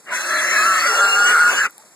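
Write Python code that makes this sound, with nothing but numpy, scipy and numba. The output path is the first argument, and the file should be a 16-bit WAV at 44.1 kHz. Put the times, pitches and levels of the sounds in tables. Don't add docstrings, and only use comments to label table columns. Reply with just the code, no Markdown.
import sys
import numpy as np
from scipy import signal
from scipy.fft import rfft, irfft, next_fast_len
from scipy.io import wavfile
from scipy.ndimage import uniform_filter1d
from numba import njit

SR = 44100
rng = np.random.default_rng(int(sys.argv[2]) if len(sys.argv) > 2 else 0)


def convert_level_to_amplitude(level_db):
    exponent = np.asarray(level_db, float) / 20
    return 10 ** exponent


def bounce(signal):
    frames = np.transpose(np.atleast_2d(signal))
    limited = np.clip(frames, -1, 1)
    pcm = np.round(limited * 32767).astype(np.int16)
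    wavfile.write(sys.argv[1], SR, pcm)


N = 85995

# (frequency [Hz], density [dB per Hz])
FIELD_COLOUR = [(100, -7.5), (900, -8), (1300, -7.5), (2300, -12.5), (3000, -20), (4500, -17), (8000, -8.5),
                (14000, -22.5)]
# (time [s], effort [dB], mouth resonance [Hz], mouth strength [dB], flutter rate [1/s])
BREATH = [(.055, -27.5, 1600, -39, 172), (.13, -29, 1465, 8, 193), (.24, -31.5, 1517, 2, 193.6),
          (.32, -28.5, 1720, 8.5, 192), (.45, -29.5, 1707, 9, 194), (.5, -28.5, 1777, 5, 208),
          (.57, -25, 1676, 10, 212), (.69, -26, 1688, 2.5, 195), (.79, -26.5, 1810, 6, 184),
          (.89, -26, 1996, 2, 212), (1.04, -27, 1590, 2.5, 206), (1.19, -28.5, 1590, -6, 195.3),
          (1.29, -26.5, 1902, 4, 216), (1.4, -26.5, 1586, -0.5, 169), (1.555, -26, 1562, 3, 173),
          (1.61, -30.5, 1700, 14.5, 180), (1.655, -29.5, 1411, 12.5, 205), (1.685, -35.5, 1192, -10, 208)]
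# (centre [Hz], width [Hz], level before [dB], level after [dB])
THROAT = [(216, 100, -22.5, -22), (350, 160, -17.5, -19), (440, 85, -23.5, -10.5), (585.7, 65, -11, -15),
          (722, 63, -14.5, -12.5), (763, 97, -15.5, -8.5), (1094, 337, -10, -2.5), (1450, 840, -3, -4.5),
          (2174, 380, -3, -2), (2728, 105, -9, -3)]
# (time [s], nose resonance [Hz], nose [dB], overtones [dB], palate resonance [Hz], palate [dB])
PALATE_NOSE = [(.12, 4240, -11, -3, 2080, -5), (.17, 4070, -12, -5, 1900, 2.5),
               (.25, 4100, -11, -9, 1960, -16), (.32, 4170, -4, -12, 1850, -3.5),
               (.42, 4050, -13, -2.5, 1960, 3.5), (.53, 4230, -7.5, 3, 2110, 6.5),
               (.66, 4130, -17, -2, 2020, -15), (.73, 4200, -6, -3, 2100, 0.5),
               (.87, 4700, -6.5, -1.5, 2156, 3.5), (.91, 4580, -15, -0.5, 2080, -7),
               (.99, 4220, -10, -0.5, 2110, 0.5), (1.14, 4200, -10.5, 7, 2100, -18),
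               (1.3, 4818, -10.5, 2, 2260, 3.5), (1.36, 4200, -24, -12, 2098, 4),
               (1.44, 4410, -27, -10, 2150, -1.5), (1.53, 4600, -22, -3.5, 2191, 2.5),
               (1.58, 4650, -7, 1, 2004, -15), (1.67, 4350, -24, 4, 2000, 3)]
# (delay [s], level [dB])
ECHOES = [
    (.011, -15.5),
    (0.023, -24),
    (0.042, -32),
]
# (time [s], pitch [Hz], level [dB], roughness [0-1])
WHISTLE = [(.09, 1259, -51, 0.59), (.33, 1348, -25.5, 0.45), (.5, 1320, -28.5, 0.47),
           (.62, 1270, -19.5, 0.32), (.66, 1347, -15.5, 0.26), (.76, 1302, -17.5, 0.3),
           (.81, 1296, -25.5, 0.8), (.88, 1400, -16, 0.39), (.94, 1387, -20.5, 0.55),
           (1.04, 1398, -10.5, 0.15), (1.12, 1389, -20.5, 0.28), (1.2, 1414, -12.5, 0.19),
           (1.28, 1450, -16, 0.21), (1.38, 1415, -12, 0.54), (1.49, 1430, -14, 0.45),
           (1.55, 1460, -29.5, 0.69), (1.61, 1452, -19, 0.54), (1.675, 1167, -25, 0.64)]
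# (multiple of the pitch [-], level over effort [dB])
OVERTONES = [(2, -0.5), (3, -16.5), (4, -14)]
# (time [s], length [s], pitch [Hz], rise [Hz], level [dB])
CATCHES = [
    (0.105, 0.057, 1007, -1, -25.5),
    (0.153, 0.57, 635, -40.5, -35.5),
    (0.151, 0.51, 350, 21, -41.5),
    (0.85, 0.027, 581.6, -9, -23),
    (.87, 0.094, 440, 17, -27),
    (0.932, 0.14, 575, 1, -25.5),
    (1.104, 0.192, 750, 66, -28.5),
    (1.768, 0.06, 790, 116, -49),
]
# (centre [Hz], width [Hz], level [dB])
HISS = [(3376, 102, -13.5), (4170, 400, -16.5), (4600, 400, -13.5), (5890, 770, -6.5), (6310, 550, -5.5),
        (7580, 610, -12), (8440, 610, -7), (8900, 2600, -7.5), (12300, 6900, -11)]
# (time [s], resonance [Hz], level [dB])
TEETH = [(.12, 7200, -31), (.3, 7520, -20.5), (.56, 6960, -5), (.72, 7183, -8), (.88, 7440, -14.5),
         (1.03, 7470, -2), (1.2, 7314, -5), (1.3, 8050, 0), (1.4, 7960, -15.5), (1.53, 6824, -7.5),
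         (1.6, 7400, 0.5), (1.67, 6797, -7.5)]
# (time [s], level [dB])
BUMPS = [
    (.425, -60),
    (0.72, -54),
    (0.901, -75),
    (1.44, -61),
]
# (time [s], peak [dB], centre [Hz])
TICKS = [
    (1.7075, -34, 13200),
    (1.7805, -30, 10200),
    (1.7805, -36, 7300),
    (1.781, -43, 4500),
    (1.835, -48, 600),
    (1.761, -52, 800),
]

FLUTTER_SHIMMER_DB, BEAT_DEPTH = -1.5, 0.5
TIME = np.arange(N) / SR


def in_time(rows):
    s, *columns = np.transpose(rows)
    return [np.interp(TIME, s, c) for c in columns]


def rms_one(x):
    return x / np.sqrt(np.mean(x ** 2) + 1e-20)


def drift(rate):
    r = np.exp(-2 * np.pi * rate / SR)
    noise = rng.standard_normal(N + 9000)
    return rms_one(signal.lfilter([1], [1, -2 * r, r * r], noise)[9000:])


def cut(x, hz, kind, order=2):
    return signal.sosfilt(signal.butter(order, min(hz, .45 * SR), kind, fs=SR, output="sos"), x)


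def phase_of(hz):
    return 2 * np.pi * np.cumsum(hz) / SR


@njit
def glide(x, c, r):
    y = np.zeros_like(x)
    for i in range(2, len(x)):
        y[i] = (1 - r * r) / 2 * (x[i] - x[i - 2]) + 2 * r * c[i] * y[i - 1] - r * r * y[i - 2]
    return y


def resonance(x, hz, width_hz):
    c = np.cos(2 * np.pi * hz / SR) * np.ones(N)
    r = np.exp(-np.pi * width_hz * 1.5 / SR)
    return rms_one(np.array([glide(glide(v, c, r), c, r) for v in x]))


def evened(x):
    local = uniform_filter1d(np.mean(x ** 2, axis=0), int(0.0088 * SR)) + 0.045
    return rms_one(x / local ** 0.2)


def envelope(rows):
    return np.clip((TIME - rows[0][0]) / 0.06, 0, 1) * np.clip((rows[-1][0] - TIME) / 0.012, 0, 1)


def channel_noise():
    shared, a, b = rng.standard_normal((3, N))

    def mix(alike):
        return np.sqrt(alike) * shared + np.sqrt(1 - alike) * np.array([a, b])

    return cut(mix(0.75), 3750, "low") - cut(mix(0.087), 3750, "high")


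def field():
    f = np.fft.rfftfreq(N, 1 / SR) + 1
    hz, db = np.transpose(FIELD_COLOUR)
    colour = convert_level_to_amplitude(np.interp(np.log(f), np.log(hz), db))
    return rms_one(irfft(rfft(channel_noise()) * colour, N)) * convert_level_to_amplitude(-49 + drift(39))


def flutter(rate):
    cycle = phase_of(rate * (1 + 0.12 * drift(64.57)))
    puff = rms_one((1 + np.cos(cycle)) / 2 * convert_level_to_amplitude(FLUTTER_SHIMMER_DB * drift(33)))
    return cycle, puff


def throat_source(cycle, puff):
    closures = np.diff(np.floor(cycle / (2 * np.pi) + .5), prepend=0)
    snaps = rms_one(closures * convert_level_to_amplitude(FLUTTER_SHIMMER_DB * drift(70)))
    noise_share = 0.64
    return snaps * (1 - noise_share) + noise_share * puff * channel_noise()


def throat_rasp(source):
    turned = np.clip((TIME - 0.87) / 0.057, 0, 1)
    rasp = 0
    for k, (hz, width_hz, before_db, after_db) in enumerate(THROAT):
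        ring = evened(resonance(source, hz * (1 + 0.028 * drift(10.0)), width_hz))
        level_db = before_db + (after_db - before_db) * turned + 2.0 * drift(3.27)
        rasp = rasp + (-1) ** k * convert_level_to_amplitude(level_db) * ring
    return cut(rasp, 120, "high")


def mouth_ring(source, cycle, mouth_hz, mouth_db, palate_hz, palate_db):
    sung = np.sin(phase_of(mouth_hz + 22 * drift(69))) * (1 + BEAT_DEPTH * np.cos(cycle))
    ring = evened(resonance(source, mouth_hz, 148))
    mouth = convert_level_to_amplitude(mouth_db - 1.2) * (ring + convert_level_to_amplitude(-4 + 1.8 * drift(74)) * sung)
    return mouth - convert_level_to_amplitude(palate_db) * evened(resonance(source, palate_hz, 330))


def trees(x):
    dull = cut(x, 1970, "low")
    return sum(convert_level_to_amplitude(db) * np.pad(dull, ((0, 0), (int(s * SR), 0)))[:, :N] for s, db in ECHOES)


def whistle(cycle, effort_db, over_db):
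    hz, level_db, rough = in_time(WHISTLE)
    wander = 91.9 * rough * drift(119.6)
    ground, upper = phase_of(hz + wander), phase_of(hz + 0.447 * wander)
    beat = 1 + BEAT_DEPTH * np.cos(cycle) * convert_level_to_amplitude(3.1 * np.clip(drift(25), -3, 1))
    swell_db = 5.5 * np.clip(rough, 0, 1) * np.clip(drift(62), -3, 1)
    tone = beat * convert_level_to_amplitude(level_db + swell_db) * np.sin(ground)
    shrill = sum(convert_level_to_amplitude(db + over_db + 3.8 * drift(16)) * np.sin(k * upper) for k, db in OVERTONES)
    return np.sqrt(2) * envelope(WHISTLE) * (tone + convert_level_to_amplitude(effort_db) * shrill)


def catches():
    out = np.zeros((2, N))
    for s, length, hz, rise_hz, db in CATCHES:
        u = np.clip((TIME - s) / length, 0, 1)
        note = np.sin(phase_of(hz + rise_hz * u + 24 * drift(90.4)))
        out += convert_level_to_amplitude(db + 0.83 * drift(29)) * np.sin(np.pi * u) * note
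    return out


def breath_hiss(source, puff, nose_hz, nose_db):
    gate = 0.039
    air = [(1 - gate + gate * puff) * channel_noise() for _ in range(2)]
    hiss = 0
    for k, (hz, width_hz, db) in enumerate(HISS):
        patch_db = 4.5 / (1 + width_hz / 1500) * drift(14.0)
        band = resonance(air[k % 2], hz * (1 + .022 * drift(3.9)), width_hz)
        hiss = hiss + convert_level_to_amplitude(db + patch_db) * band
    nose_sung = convert_level_to_amplitude(-19.5) * np.sin(phase_of(nose_hz + 60 * drift(59)))
    nose = evened(resonance(source, nose_hz, 220)) + nose_sung
    teeth_hz, teeth_db = in_time(TEETH)
    teeth = convert_level_to_amplitude(teeth_db) * evened(resonance(source, teeth_hz, 300))
    hiss = hiss + convert_level_to_amplitude(nose_db + 3.2 * drift(8.3)) * nose + teeth
    rise, end = 1 + np.exp((0.13 - TIME) / .012), 1 + np.exp((TIME - 1.668) / 0.0035)
    return hiss / rise / end


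def hog():
    effort_db, mouth_hz, mouth_db, rate = in_time(BREATH)
    nose_hz, nose_db, over_db, palate_hz, palate_db = in_time(PALATE_NOSE)
    cycle, puff = flutter(rate)
    source = throat_source(cycle, puff)
    breath = throat_rasp(source) + mouth_ring(source, cycle, mouth_hz, mouth_db, palate_hz, palate_db)
    breath = breath + breath_hiss(source, puff, nose_hz, nose_db)
    return whistle(cycle, effort_db, over_db) + envelope(BREATH) * convert_level_to_amplitude(effort_db) * breath


def wind_puffs():
    thud = rms_one(cut(channel_noise(), 128, "low", order=4))
    return thud * sum(convert_level_to_amplitude(db + 16.5) * np.exp(-((TIME - s) / 0.016) ** 2) for s, db in BUMPS)


def twig_ticks():
    out, noise = np.zeros((2, N)), channel_noise()
    for s, db, hz in TICKS:
        fade = (TIME > s) * np.exp(-np.maximum(TIME - s, 0) * hz / 9.0)
        out += convert_level_to_amplitude(db) * fade * resonance(noise, hz, 0.49 * hz)
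    return out


def scene():
    cry = hog()
    return field() + cry + trees(cry) + catches() + wind_puffs() + twig_ticks()


def top_cut(x):
    return signal.sosfilt(signal.butter(12, 15290, fs=SR, output="sos"), x)


def record(dry):
    size = 2 * next_fast_len(N // 2 + 2000)
    f = np.fft.rfftfreq(size, 1 / SR)
    turn = np.pi * (f / 2940 - .5)
    low_spread = 0.26
    turn = low_spread * np.tanh(-np.minimum(turn, 0) / low_spread) + np.maximum(turn, 0)
    turn = turn + 1.2 / (1 + (f / 119) ** 4)
    fill = 1j * .3 * np.minimum(f / 7700, 1) ** 3
    limit = .62
    a, b = rfft(limit * np.tanh(dry / limit), size)
    mid_comb = np.cos(turn) * abs(np.cos(turn)) ** 0.1 + fill
    side_comb = (np.sin(turn) + fill) * np.exp(1j * 1.17)
    mid = irfft(a * mid_comb, size)[:N]
    side = irfft(b * side_comb, size)[:N] * convert_level_to_amplitude(-1.6)
    x = cut(np.array([mid + side, mid - side]), 145, "high")
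    x = signal.sosfilt(signal.cheby2(22, 50, 14180, fs=SR, output="sos"), x)
    return top_cut(x)


dry = scene()
out = record(dry)
bounce(out)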